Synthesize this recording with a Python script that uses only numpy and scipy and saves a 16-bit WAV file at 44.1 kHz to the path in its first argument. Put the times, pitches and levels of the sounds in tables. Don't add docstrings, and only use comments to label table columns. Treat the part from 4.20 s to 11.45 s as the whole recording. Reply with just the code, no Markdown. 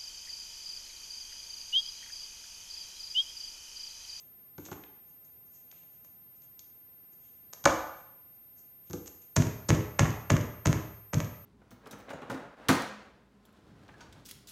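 import sys
import numpy as np
from scipy import signal
from scipy.fft import rfft, irfft
from scipy.io import wavfile
from scipy.ndimage import uniform_filter1d

SR = 44100
rng = np.random.default_rng(int(sys.argv[2]) if len(sys.argv) > 2 else 0)


def makeup_ratio(level_db):
    decades = np.asarray(level_db, float) / 20
    return 10 ** decades


def inscribe(sig):
    pcm = np.round(np.clip(np.atleast_2d(sig).T, -1, 1) * 32767)
    wavfile.write(sys.argv[1], SR, pcm.astype(np.int16))


N = 319725


def level(x, db):
    return x * makeup_ratio(db) / np.sqrt(np.mean(x ** 2))


def band(x, lo_hz, hi_hz, order=2):
    edges_hz = [lo_hz, min(hi_hz, 0.45 * SR)]
    return signal.sosfilt(signal.butter(order, edges_hz, "band", fs=SR, output="sos"), x)


def add(track, s, x):
    i = int(s * SR)
    track[i:i + len(x)] += x[:N - i]


def decay(t, t60):
    return np.exp(-np.log(1000) * t / t60)


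def ring(modes, spread_db, detune, size):
    hz, db, t60 = np.transpose(modes)[:, :, None]
    t = np.arange(size) / SR
    share, shift = rng.standard_normal((2, len(modes), 1))
    sense = (-1) ** np.arange(len(modes))[:, None]
    gain = makeup_ratio(db + spread_db * share) * sense
    x = gain * np.sin(2 * np.pi * hz * (1 + detune * shift) * t) * decay(t, t60)
    return x.sum(axis=0) / np.sqrt(np.sum(makeup_ratio(2 * db)))


# [t/s, crack level/dB, rim level/dB, shell level/dB, table level/dB]
FIST_BLOWS = [
    (5.1646, -13, -36, -22.5, -18),
    (5.4899, -17, -54, -28, -16.5),
    (5.7939, -15, -17.5, -15.5, -17),
    (6.103, -19.5, -19.5, -17.5, -17.5),
    (6.4578, -20.5, -26.5, -21.5, -17.5),
    (6.9345, -29.5, -34, -27, -24.5),
]
# [f/Hz, level/dB, t60/s]
TABLE_MODES = [(64.4, -9, 0.38), (99.6, 1, 0.18), (118, -10, 0.046), (162.1, -8.5, 0.12),
               (200, -10.5, 0.095), (242, -1.5, .13), (295.8, -3.5, .15), (337, -6.5, 0.19),
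               (377, -11, 0.3), (425.4, -6, 0.2), (469, 1.5, 0.043), (567, -22, 0.15), (598, 2, 0.083),
               (727, -35, 0.017)]
# [delay/s, push into the top/dB, leg thump level/dB, thump f/Hz, thump swell/s]
TABLE_ROCKS = [
    (.001, -7.5, -6.5, 200, 0.0026),
    (.0105, -7, 3, 102.2, 0.0059),
    (.032, -16.5, 6, 140.3, 0.005),
    (.058, -11.5, -6, 170, .004),
    (.094, -17, -6.5, 110.5, 0.0067),
]


def fists():
    out = np.zeros(N)
    push = np.hanning(int(0.002 * SR))
    t = np.arange(4000) / SR
    for s, crack_db, rim_db, shell_db, table_db in FIST_BLOWS:
        add(out, s - 0.008, contact(crack_db, rim_db, shell_db, rise_s=0.0016, fall_s=0.0033))
        rock_back_db = -4.5 - 0.75 * (table_db + 18)
        for k, (delay, push_db, leg_db, leg_hz, swell_s) in enumerate(TABLE_ROCKS):
            db = table_db + (k >= 2) * rock_back_db
            top = np.convolve(ring(TABLE_MODES, 3.5, 0.035, size=20000), push / push.sum())
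            add(out, s + delay, -makeup_ratio(db + push_db + 5) * top)
            swell = t / swell_s * np.exp(-t / swell_s)
            thump = swell * np.sin(2 * np.pi * leg_hz * t)
            add(out, s + delay, -makeup_ratio(db + leg_db + 9.5) * thump)
    return out


# [t/s, crack level/dB, shell level/dB, board level/dB, weight level/dB]
TABLE_KNOCKS = [
    (0.381, -44, -42.5, -39, -48.5),
    (0.484, -49, -46, -48, -69),
    (0.5151, -40, -37.5, -40, -48.5),
    (3.4406, -31.5, -37.5, -46, -55),
    (3.4545, -11.5, -8, -23, -32.5),
    (4.6988, -44, -53.5, -42.5, -39.5),
    (4.7322, -31.5, -40, -32, -42.5),
    (4.7435, -54, -51, -40, -52),
]
# [f/Hz, level/dB, t60/s]
BOARD_MODES = [(176, 8, 0.034), (225, -3.5, 0.078), (275, 1, 0.15), (309, 4.5, 0.074), (343, 3, 0.077),
               (397.6, -0.5, 0.087), (469, 0, 0.088), (460, -6.5, 0.12)]


def knocks():
    out = np.zeros(N)
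    for s, crack_db, shell_db, board_db, weight_db in TABLE_KNOCKS:
        rim_db = (crack_db + shell_db) / 2 - 9.5
        hit = contact(crack_db, rim_db, shell_db, rise_s=0.00013, fall_s=0.0034, free=True)
        add(out, s - 0.008, hit)
        add(out, s + 0.001, makeup_ratio(board_db + 6) * ring(BOARD_MODES, 2, 0.02, size=12000))
        add(out, s + 0.004, makeup_ratio(weight_db + 3) * ring(TABLE_MODES[:4], 2, 0.03, size=20000))
    return out


# [f/Hz, level/dB, t60/s]
SHELL_MODES = [(400, -8, .025), (480, -6, .025), (549, -3, .03), (660, -4, .025), (745, -1, .025),
               (872, -1.5, .025), (980, -3, .02), (1100, -2.5, .02), (1200, -1.5, .025), (1390, -3, .022),
               (1575, -5, .018), (1800, -8.5, .015), (2100, -11, .012), (2400, -16, .01)]


def contact(crack_db, rim_db, shell_db, rise_s, fall_s, free=False):
    t = np.arange(2048) / SR - 0.008
    hits = rng.standard_normal(len(t)) * makeup_ratio(4 * rng.exponential(size=len(t)))
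    hits[int(0.008 * SR)] = 5 * np.sqrt(np.mean(hits ** 2))
    swell = np.where(t < 0, np.exp(t / rise_s), np.exp(-t / fall_s))
    z = rfft(swell * hits)
    even = z / np.sqrt(uniform_filter1d(np.abs(z) ** 2, size=15))
    x = irfft(even) * (t > -4 * rise_s)
    if free:
        shell = makeup_ratio(8) * np.convolve(x, ring(SHELL_MODES, 1.5, 0.012, size=2048))[:len(x)]
    else:
        shell = makeup_ratio(32) * band(x, 420, 1500)
    crack = makeup_ratio(crack_db + 13) * band(x, 3100, 6300) - makeup_ratio(crack_db - 1.7) * band(x, 7300, 15500)
    rim = makeup_ratio(rim_db + 21) * band(x, 1600, 3600, order=3)
    return makeup_ratio(shell_db) * shell + crack - rim


# [t/s, level/dB, brightness/dB]
TOY_HOPS = [(5.171, -27, -8), (5.222, -31.5, 2.5), (5.269, -38, 2), (5.4975, -31, 6), (5.504, -21, -3),
            (5.5492, -40, 9.5), (5.6073, -42, -6), (5.8062, -44, 13.5), (5.8556, -29.5, -21),
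            (5.905, -51, 15.5), (6.1195, -42, 15), (6.1659, -29, -1), (6.2112, -48, 11), (6.4695, -30, 9),
            (6.5282, -28.5, 1.5), (6.574, -43, -12.5), (6.9427, -35, 10.5), (6.983, -48, 11),
            (7.003, -30.5, 1), (7.0456, -56.5, 18.5)]


def hops():
    out = np.zeros(N)
    for s, db, bright_db in TOY_HOPS:
        add(out, s - 0.008, tap(db + bright_db, db + 1, db))
    return out


# [t/s, crack level/dB, rim level/dB, shell level/dB]
NAIL_TICKS = [(0.453, -41, -51, -65), (0.4622, -42, -50, -51), (0.5288, -50, -46, -42.5),
              (0.637, -56, -40, -56), (1.0485, -61, -76, -76), (1.515, -45, -49, -69),
              (1.526, -73, -72, -57), (1.634, -58, -75, -63), (1.8476, -51, -75, -59.5),
              (2.2203, -53.5, -72, -70), (2.393, -37, -63, -73), (2.9288, -68.5, -71, -75),
              (3.3295, -41.5, -69, -50.5), (3.3344, -30.5, -72.5, -44), (3.4739, -40.5, -48.5, -20),
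              (4.7093, -41, -65, -48), (4.8597, -43.5, -56, -55), (4.8769, -36.5, -54, -53)]


def ticks():
    out = np.zeros(N)
    for s, crack_db, rim_db, shell_db in NAIL_TICKS:
        add(out, s - 0.008, tap(crack_db, rim_db, shell_db))
    return out


def tap(crack_db, rim_db, shell_db):
    return contact(crack_db, rim_db, shell_db, rise_s=0.00012, fall_s=0.002)


# [peak t/s, level/dB, rise/s, fall/s, rim share/dB]
FINGER_STROKES = [(0.0, -55.5, 0.015, 0.043, -8.5), (0.399, -53, 0.0038, 0.038, -7),
                  (0.46, -45, 0.028, 0.036, -8.5), (0.528, -45.5, 0.019, 0.026, -6),
                  (0.56, -72, .02, 0.32, -15), (0.9, -68, .07, 0.1, -13), (1.05, -60, 0.01, .06, -20),
                  (1.27, -68, .03, .05, -18), (1.35, -57.5, .05, 0.12, -18),
                  (1.58, -60.5, 0.14, 0.12, -5.5), (1.74, -66.5, .08, 0.13, -10),
                  (1.845, -62, 0.0071, 0.11, -14), (2.16, -66, .02, .06, -18),
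                  (2.238, -61.5, .03, 0.043, -11), (2.932, -59.5, .02, 0.029, -23),
                  (3.05, -63.5, 0.11, 0.27, -9), (3.79, -64, .1, 0.15, -5.5),
                  (4.162, -70.5, 0.041, 0.016, -18), (4.381, -55, 0.022, .07, -28),
                  (4.68, -59, .04, 0.026, -8), (4.74, -48, .01, 0.092, -17),
                  (4.875, -38, 0.016, 0.014, -13.5), (5.019, -54.5, 0.0083, .06, -12)]


def rubbing():
    t, out = np.arange(N) / SR, np.zeros(N)
    slips = rng.standard_normal(N) * makeup_ratio(2.5 * rng.exponential(size=N))
    hiss = level(band(slips, 5000, 8500), -16)
    rim = level(band(slips, 2300, 3800), -6)
    for s, db, rise_s, fall_s, rim_db in FINGER_STROKES:
        away = np.where(t < s, (s - t) / rise_s, (t - s) / fall_s)
        fade_db = 20 * np.minimum(away, 8)
        out += makeup_ratio(db - fade_db) * (hiss + makeup_ratio(rim_db) * rim)
    return out


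# [f/Hz, t60/s, level/dB]
ROOM_ECHO = [(55.56, 0.57, -36), (108, 0.86, -50.5), (260.8, 0.46, -28.5), (514, 0.65, -29),
             (1004, 0.73, -29), (2030, 0.68, -26), (4200, 0.6, -25.5), (8350, 0.52, -21),
             (14610, 0.3, -41.5)]


def room(x):
    t = np.arange(40000) / SR
    build = 1 - np.exp(-t / 0.004)
    tail = np.zeros(len(t))
    for hz, t60, db in ROOM_ECHO:
        octave = band(rng.standard_normal(len(t)), hz / 2 ** 0.5, hz * 2 ** 0.5)
        tail += level(octave, db - 21.5) * decay(t, t60)
    return signal.fftconvolve(x, build * tail)[:N]


def microphone(x):
    resonance_hz, width_hz, low_hz, resonance_db = 6544, 654, 53, 13.5
    x = signal.sosfilt(signal.butter(4, low_hz, "high", fs=SR, output="sos"), x)
    peak = signal.lfilter(*signal.iirpeak(resonance_hz, resonance_hz / width_hz, fs=SR), x)
    return x + makeup_ratio(resonance_db) * peak


# [f/Hz, level per Hz/dB]
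HUSH_SPECTRUM = [(25, -32), (60, -6.5), (135, -0.5), (200, -4.5), (400, -10.5), (1200, -18.5),
                 (2200, -21.5), (4000, -28.5), (6600, -27), (9000, -30.5), (13000, -26.5), (14000, -47.5),
                 (15500, -48)]


def hush():
    hz, db = np.transpose(HUSH_SPECTRUM)
    f = np.maximum(np.arange(N // 2 + 1) * SR / N, 1)
    colour = makeup_ratio(np.interp(np.log(f), np.log(hz), db))
    x = level(irfft(rfft(rng.standard_normal(N)) * colour, N), -67.5)
    steps = np.repeat(rng.standard_normal(N // 8000 + 1), 8000)[:N]
    swell_db = 0.83 * uniform_filter1d(steps, size=8000)
    return x + (makeup_ratio(swell_db) - 1) * band(x, 60, 370)


# [f/Hz, level/dB]
WHINE_LINES = [(4823, -93), (8382, -91), (13207, -55)]


def whine():
    t = np.arange(N) / SR
    drift = 1 - 1.5e-4 * np.cos(2 * np.pi * (t - 1.6) / 6.5)
    clock = np.cumsum(drift) / SR
    return sum(2 ** 0.5 * makeup_ratio(db) * np.sin(2 * np.pi * hz * clock) for hz, db in WHINE_LINES)


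def scene():
    near = fists() + knocks() + hops() + ticks() + rubbing()
    return (microphone(near + room(near)) + hush() + whine())[None]


def top_cut(x):
    return signal.sosfilt(signal.butter(12, 16830, fs=SR, output="sos"), x)


def record(dry):
    mix = signal.sosfilt(signal.ellip(8, 0.2, 60, 15800, fs=SR, output="sos"), dry)
    return top_cut(mix)


dry = scene()
out = record(dry)
inscribe(out)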